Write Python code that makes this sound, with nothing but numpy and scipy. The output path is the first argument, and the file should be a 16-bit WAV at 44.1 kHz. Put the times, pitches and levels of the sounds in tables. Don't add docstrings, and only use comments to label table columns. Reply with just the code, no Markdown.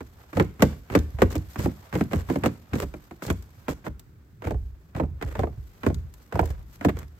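import sys
import numpy as np
from scipy import signal
from scipy.fft import rfft, irfft, next_fast_len
from scipy.io import wavfile

SR = 44100
rng = np.random.default_rng(int(sys.argv[2]) if len(sys.argv) > 2 else 0)


def unload_audio(sound):
    columns = np.transpose(np.atleast_2d(sound))
    steps = np.round(np.clip(columns, -1, 1) * 32767)
    wavfile.write(sys.argv[1], SR, steps.astype(np.int16))


N = 317079
TIME_S = np.arange(N) / SR
AGE_S = np.arange(SR // 2) / SR
LOWER_FLIGHT_S = 4.2

# frequency in Hz, gain in dB.
SLAP_COLOUR = [(400, -4.5), (700, -1), (1000, 1.5), (1500, 1.5), (2200, -3), (3300, -13), (5000, -24.5),
               (9000, -51)]
# frequency in Hz, gain in dB.
GRIT_COLOUR = [(1200, -23), (3000, -3.5), (7500, -2.5), (10000, -7.5), (13000, -6.5), (16000, -11.5)]
# landing in s, toe lead in s, ball lead in s, boom lag in s, knock pitch in Hz,
# knock in dB, slap in dB, grit in dB (before a common gain), toe slap in dB, ball knock in dB,
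# boom pitch in Hz, boom in dB.
ROLLING_STEPS = [(0.398, 0.068, .028, -0.0057, 340, -16, -23, -41.5, -42, -21, 97, -24.5),
                 (0.622, 0.027, 0.017, 0.0039, 328, -10.5, -22, -26.5, -43, -33, 77, -23.5),
                 (0.951, 0.051, 0.027, 0.011, 306, -13.5, -21, -34.5, -40.5, -34, 77.7, -22),
                 (1.219, 0.032, 0.03, 0.0012, 390, -11.5, -22, -35.5, -40.5, -58, 87.7, -19.5),
                 (1.354, 0.047, 0.0089, 0.011, 251, -25, -43, -42.5, -46, -42, 95, -26.5),
                 (1.658, 0.1, 0.064, -0.016, 248, -21, -40, -48.5, -39.5, -29, 103.8, -24.5),
                 (2.009, 0.082, 0.056, .001, 217, -19, -33.5, -47.5, -38, -21, 123, -29),
                 (2.132, 0.02, 0.0091, 0.013, 280, -23.5, -32.5, -45, -42.5, -41, 87.2, -23),
                 (2.357, .069, .058, .000, 278, -22, -38.5, -49, -42, -21.5, 91, -34.5),
                 (2.459, .023, .020, .001, 283, -19.5, -29, -38, -30, -26.5, 119, -29),
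                 (2.754, .021, .018, -.012, 210, -27, -42.5, -46.5, -35, -27, 127.5, -29.5),
                 (3.301, 0.079, 0.021, -0.006, 274, -23.5, -30.5, -38, -39, -35, 89.5, -25),
                 (3.865, 0.023, 0.012, 0.024, 271, -31.5, -36, -59, -55.5, -53.5, 69.7, -34),
                 (4.507, .086, .036, 0.0136, 392, -28, -45, -52.5, -45, -29.5, 65.1, -25),
                 (4.998, 0.049, .035, 0.025, 330, -22, -37, -57.5, -43, -33, 76.2, -25.5),
                 (5.224, .011, 0.006, 0.017, 417, -35.5, -35.5, -49, -41.5, -64, 68.4, -27.5),
                 (5.434, 0.081, 0.042, -0.021, 480, -24.5, -39, -60, -39.5, -25, 77, -27),
                 (5.864, .031, 0.016, 0.005, 236, -17.5, -32, -45, -36.5, -42, 93.7, -21),
                 (6.392, 0.068, 0.037, 0.019, 483, -19, -27, -44, -38, -28.5, 78, -22),
                 (6.848, .038, 0.037, .002, 250, -17, -30.5, -39.5, -40.5, -49, 97.7, -22.5)]
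# start in s, knock in dB, boom in dB.
TOUCHES_AND_THUMPS = [(0.006, -37, -44), (1.138, -66, -29.5), (2.828, -31, -32.5), (2.939, -37, -50),
                      (3.11, -40.5, -54), (3.682, -25.5, -36), (5.573, -63, -33)]


def undb(db):
    return 10 ** (np.asarray(db) / 20)


def unit(x, span=slice(None)):
    return x / np.sqrt(np.mean(x[..., span] ** 2, axis=-1, keepdims=True))


def blow(x):
    return unit(x, slice(SR // 50))


def shape(points, size):
    hz, db = np.transpose(points)
    bins_hz = np.fft.rfftfreq(size, 1 / SR)
    return undb(np.interp(np.log(bins_hz + 1), np.log(hz), db))


def colour(x, points):
    size = 4096
    cepstrum = irfft(np.log(shape(points, size)))
    fold = np.r_[1, np.full(size // 2 - 1, 2), 1, np.zeros(size // 2 - 1)]
    impulse = irfft(np.exp(rfft(cepstrum * fold)))
    return signal.fftconvolve(x, impulse[None], axes=1)[:, :x.shape[1]]


def noise(size):
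    return rng.standard_normal((2, size))


def walk(rate_hz, size):
    knots = rng.standard_normal(int(size / SR * rate_hz) + 2)
    return np.interp(np.arange(size) / SR * rate_hz, np.arange(len(knots)), knots)


def fade(t60_s):
    return np.exp(-np.log(1000) * AGE_S / t60_s)


def add(track, start_s, sound):
    start = max(int(start_s * SR), 0)
    part = sound[:, :max(N - start, 0)]
    track[:, start:start + part.shape[1]] += part


def ring(hz, db, t60_s, rise_cycles):
    age_s = AGE_S[AGE_S < t60_s.max()]
    cycles = hz[:, None] * age_s
    swell = 1 - np.exp(-(cycles / rise_cycles) ** 2)
    waves = swell * np.exp(2j * np.pi * cycles - np.log(1000) * age_s / t60_s[:, None])
    phases = np.exp(2j * np.pi * rng.random((2, len(hz))))
    sound = ((undb(db) * phases) @ waves).imag
    return np.pad(sound, ((0, 0), (0, len(AGE_S) - len(age_s))))


def wood_t60(hz, at_1khz_s, slope):
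    return at_1khz_s * (hz / 1000) ** -slope


def scatter(lo_hz, hi_hz, count):
    return lo_hz * (hi_hz / lo_hz) ** ((np.arange(count) + rng.random(count)) / count)


def flight(s):
    # settling knock in dB re landing, dB per rocking, sole rasp and sole hiss in dB before common gains.
    upper = (-25, -21.5, -47, -54)
    lower = (-10.5, -8, -48, -60.5)
    return lower if s > LOWER_FLIGHT_S else upper


def light_touch(s, pitch_hz, knock_db):
    gain_db = 0.69 * (knock_db + 27.5)
    return s, pitch_hz, knock_db, -40 + gain_db, -51.5 + gain_db


def touches():
    for (s, toe_lead_s, ball_lead_s, _, pitch_hz, knock_db, slap_db, grit_db,
         toe_db, ball_db, _, _) in ROLLING_STEPS:
        yield s - toe_lead_s, pitch_hz, toe_db + 3.5, toe_db, toe_db - 17
        yield light_touch(s - ball_lead_s, pitch_hz, ball_db)
        yield s, pitch_hz, knock_db, slap_db, grit_db
        settle_db = knock_db + flight(s)[0]
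        yield s + 0.036, pitch_hz, settle_db, settle_db - 20.5, settle_db - 32
    for s, knock_db, _ in TOUCHES_AND_THUMPS:
        yield s, 310, knock_db, knock_db - 9, knock_db - 22.5


def loads(count=3, rock_s=0.086, rock_pitch=0.87):
    for s, _, ball_lead_s, lag_s, _, knock_db, _, _, _, ball_db, pitch_hz, boom_db in ROLLING_STEPS:
        early_db = boom_db + 0.5 + 0.44 * (ball_db - knock_db)
        yield s - ball_lead_s - 0.0142, 99.1, min(early_db, ball_db + 2.5)
        for k in range(count):
            yield s + lag_s + k * rock_s, pitch_hz * rock_pitch ** k, boom_db + k * flight(s)[1]
    for s, _, boom_db in TOUCHES_AND_THUMPS:
        yield s, 68.6, boom_db


def rubs(after_s=0.025):
    # start in s, length in s, rasp in dB, grit hiss in dB, both before common gains.
    drags_and_slaps = [(1.296, 0.044, -57, -45.5), (1.571, .1, -46, -44), (1.934, .022, -39.5, -47.5),
                       (2.135, 0.1, -46, -51), (2.436, 0.033, -34.5, -49), (2.762, 0.094, -39.5, -43.5),
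                       (3.213, 0.082, -56, -44.5), (3.682, 0.058, -41, -44.5), (4.435, 0.031, -42.5, -57.5),
                       (5.25, .12, -51, -58.5), (6.412, 0.14, -51.5, -55.5), (6.883, 0.0256, -31.5, -59),
                       (6.944, 0.11, -49.5, -59)]
    rolls = [(s - toe_lead_s, toe_lead_s + after_s, *flight(s)[2:]) for s, toe_lead_s, *_ in ROLLING_STEPS]
    return rolls + drags_and_slaps


def tick(t60_s, tail_db, tail_t60_s):
    envelope = fade(t60_s) + undb(tail_db) * fade(tail_t60_s)
    return blow(colour(noise(len(AGE_S)) * envelope, GRIT_COLOUR))


def crumb():
    hz = scatter(3000, 9000, count=1) * scatter(0.81, 2.5, count=18)
    return blow(ring(hz, np.zeros(len(hz)), np.full(len(hz), 0.018), rise_cycles=3.4))


def clack(tilt_db_per_octave=0, spread_db=2, tail_db=-17, tail_t60_s=0.054):
    hz = scatter(654.8, 5500, count=56)
    points_hz, points_db = np.transpose(SLAP_COLOUR)
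    db = np.interp(np.log(hz), np.log(points_hz), points_db)
    db = db + 10 * np.log10(hz / hz[0])
    db = db + tilt_db_per_octave * np.log2(hz / hz[0])
    db = db + spread_db * rng.standard_normal(len(hz))
    face = blow(ring(hz, db, wood_t60(hz, at_1khz_s=0.054, slope=0.22), rise_cycles=0.29))
    tail = blow(colour(noise(len(AGE_S)) * fade(tail_t60_s), SLAP_COLOUR))
    return face + undb(tail_db) * tail


def background(garden_db=-58, rumble_db=-54):
    # frequency in Hz, gain in dB.
    garden_colour = [(20, -21), (60, -4.5), (200, -10), (400, -16), (700, -34), (1500, -27.5),
                     (3000, -39.5), (8000, -43), (13000, -44.5), (16000, -37.5)]
    rumble_colour = [(25, -22.5), (65, -5.0), (110, -6.5), (200, -21.5), (2000, -99)]
    air = unit(colour(noise(N), garden_colour)) * undb(garden_db + 0.82 * walk(3, N))
    rumble = unit(colour(noise(N), rumble_colour)) * undb(rumble_db + 2.5 * walk(21, N))
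    return air + rumble


def clothes(gain_db=5, crinkle_db=3.5, stir_db=3.2):
    # frequency in Hz, gain in dB.
    rustle_colour = [(200, -14), (500, 4.5), (1400, 1), (3000, -7.5), (5500, -9.5), (10000, -13.5),
                     (13000, -8.5), (16000, -18.5)]
    # time in s, rustle level in dB before gain_db.
    swing = [(0.0, -65.5), (1.98, -61.5), (2.34, -59.5), (2.46, -64), (3.8, -68), (4.12, -81.5),
             (4.64, -72.5), (5.04, -78.5), (5.35, -69.5), (6.65, -67), (7.19, -70.5)]
    cloth = unit(colour(noise(N), rustle_colour))
    dull = signal.sosfilt(signal.butter(1, 2500, fs=SR, output="sos"), cloth)
    folds = np.zeros((2, N))
    for part in (dull, cloth - dull):
        folds += part * undb(crinkle_db * walk(170, N) + stir_db * walk(15, N))
    return folds * undb(np.interp(TIME_S, *np.transpose(swing)) + gain_db)


def surroundings(x, t60_s=0.35, wet_db=-21):
    tail = noise(len(AGE_S)) * fade(t60_s) * (1 - np.exp(-AGE_S / 0.026))
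    tail = tail / np.sqrt(np.sum(tail ** 2) / 2)
    tail = colour(tail, [(60, 8.5), (200, 6), (600, -5), (2000, 1.0), (6000, 4.5), (15000, 1.5)])
    return undb(wet_db) * signal.fftconvolve(x[:1], tail, axes=1)[:, :N]


def scuffs(catch_db=5, catches_per_s=300, press_db=1.5, presses_per_s=55, rasp_gain_db=-1, hiss_gain_db=-2):
    # frequency in Hz, gain in dB.
    groan_colour = [(90, -20.5), (280, -4.5), (500, -1), (1500, -41)]
    # start in s, level in dB before a common gain.
    snaps = [(0.989, -37), (3.424, -48), (3.995, -44), (5.944, -40.5), (6.139, -48), (6.456, -42),
             (6.989, -40.5)]
    out = np.zeros((2, N))
    for s, length_s, rasp_db, hiss_db in rubs():
        size = int(np.clip(length_s, 0.01, 0.4) * SR)
        wander_db = catch_db * walk(catches_per_s, size) + press_db * walk(presses_per_s, size)
        grip = signal.windows.tukey(size, 0.5) * undb(wander_db)
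        rasp = unit(colour(noise(size) * grip, SLAP_COLOUR))
        hiss = unit(colour(noise(size) * grip, GRIT_COLOUR))
        groan = unit(colour(noise(size) * grip, groan_colour))
        add(out, s, undb(rasp_db + rasp_gain_db) * (rasp + 1.45 * groan))
        add(out, s, undb(hiss_db + hiss_gain_db) * hiss)
    for s, db in snaps:
        snap = crumb() + tick(t60_s=0.031, tail_db=-20.5, tail_t60_s=0.07) + 0.5 * clack()
        add(out, s, undb(db - 10.5) * snap)
    return out


def sole_noises(lead_s=0.029, brush_db=-19, settle_db=-19, crumb_db=-11):
    out = np.zeros((2, N))
    swell = np.linspace(0, 1, int(lead_s * SR))
    for s, _, _, slap_db, grit_db in touches():
        brush = unit(colour(noise(len(swell)), SLAP_COLOUR)) * swell
        add(out, s - lead_s, undb(slap_db + brush_db) * brush)
        add(out, s + rng.uniform(0.006, 0.035), undb(slap_db + settle_db) * clack())
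        for wait_s in rng.uniform(0, 0.031, size=2):
            add(out, s + wait_s, undb(min(grit_db, -42) + crumb_db) * crumb())
    return out


def thuds(reference_hz=74):
    # multiple of the pitch, level in dB, t60 in s at reference_hz.
    frame_modes = [(0.698, -4.5, 0.37), (0.998, -0.5, 0.32), (1.42, -4.5, 0.19), (1.9, -5.5, 0.14)]
    out = np.zeros((2, N))
    ratio, db, t60_s = np.transpose(frame_modes)
    for s, pitch_hz, level_db in loads():
        boom = ring(pitch_hz * ratio, db, t60_s * reference_hz / pitch_hz, rise_cycles=0.6)
        add(out, s, undb(level_db) * unit(boom, slice(SR // 25)))
    return out


def contacts(focus_db_per_octave=7, detune=0.09, grit_gain_db=-1, tread_hz=850, tread_db=3.5):
    plank_hz = np.array([147, 191.4, 238.4, 291.4, 352.9, 432.4, 522.6, 587.2, 696.7, 832, 1036])
    out = np.zeros((2, N))
    for s, pitch_hz, knock_db, slap_db, grit_db in touches():
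        hz = (plank_hz * np.exp(detune * rng.standard_normal((2, len(plank_hz))))).ravel()
        modes_db = -focus_db_per_octave * abs(np.log2(hz / pitch_hz))
        if s > LOWER_FLIGHT_S:
            modes_db = modes_db + tread_db * np.exp(-(np.log2(hz / tread_hz) / 0.5) ** 2)
        knock = blow(ring(hz, modes_db, wood_t60(hz, at_1khz_s=0.055, slope=0.62), rise_cycles=0.93))
        slap = clack(tilt_db_per_octave=0.34 * (grit_db - slap_db + 12.5))
        grit = tick(t60_s=0.037, tail_db=-14.5, tail_t60_s=0.084)
        add(out, s, undb(knock_db) * knock + undb(slap_db) * slap + undb(grit_db + grit_gain_db) * grit)
    return out


def scene(port_lag_s=0.000149):
    # frequency in Hz, level in dB re the common sound.
    diffuse = [(60, -14.5), (300, -14.5), (600, -4), (1200, -2), (5500, 2), (7500, -1.5), (9500, -26.5),
               (16000, -25)]
    # frequency in Hz, left minus right in dB.
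    port_balance = [(60, -0.5), (200, -1), (700, -4), (1300, -2), (4400, 2.5), (15000, -0.5)]
    steps = contacts() + thuds() + sole_noises() + scuffs()
    mix = steps + surroundings(steps) + clothes() + background()
    size = next_fast_len(N + SR // 10)
    common, apart = rfft(mix, size)
    share = shape(diffuse, size)
    tilt = np.sqrt(shape(port_balance, size))
    lag = np.exp(-2j * np.pi * np.fft.rfftfreq(size, 1 / SR) * port_lag_s)
    left = (common + share * apart) * tilt * lag
    right = (common - share * apart) / tilt
    return irfft(np.array([left, right]) / np.sqrt(1 + share ** 2), size)[:, :N]


def record(dry, bass_hz=40, top_hz=15900):
    lean = signal.sosfilt(signal.butter(3, bass_hz, "high", fs=SR, output="sos"), dry)
    rounded = lean / (1 + lean ** 6) ** (1 / 6)
    return signal.sosfilt(signal.ellip(8, 0.2, 70, top_hz, fs=SR, output="sos"), rounded)


dry = scene()
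out = record(dry)
unload_audio(out)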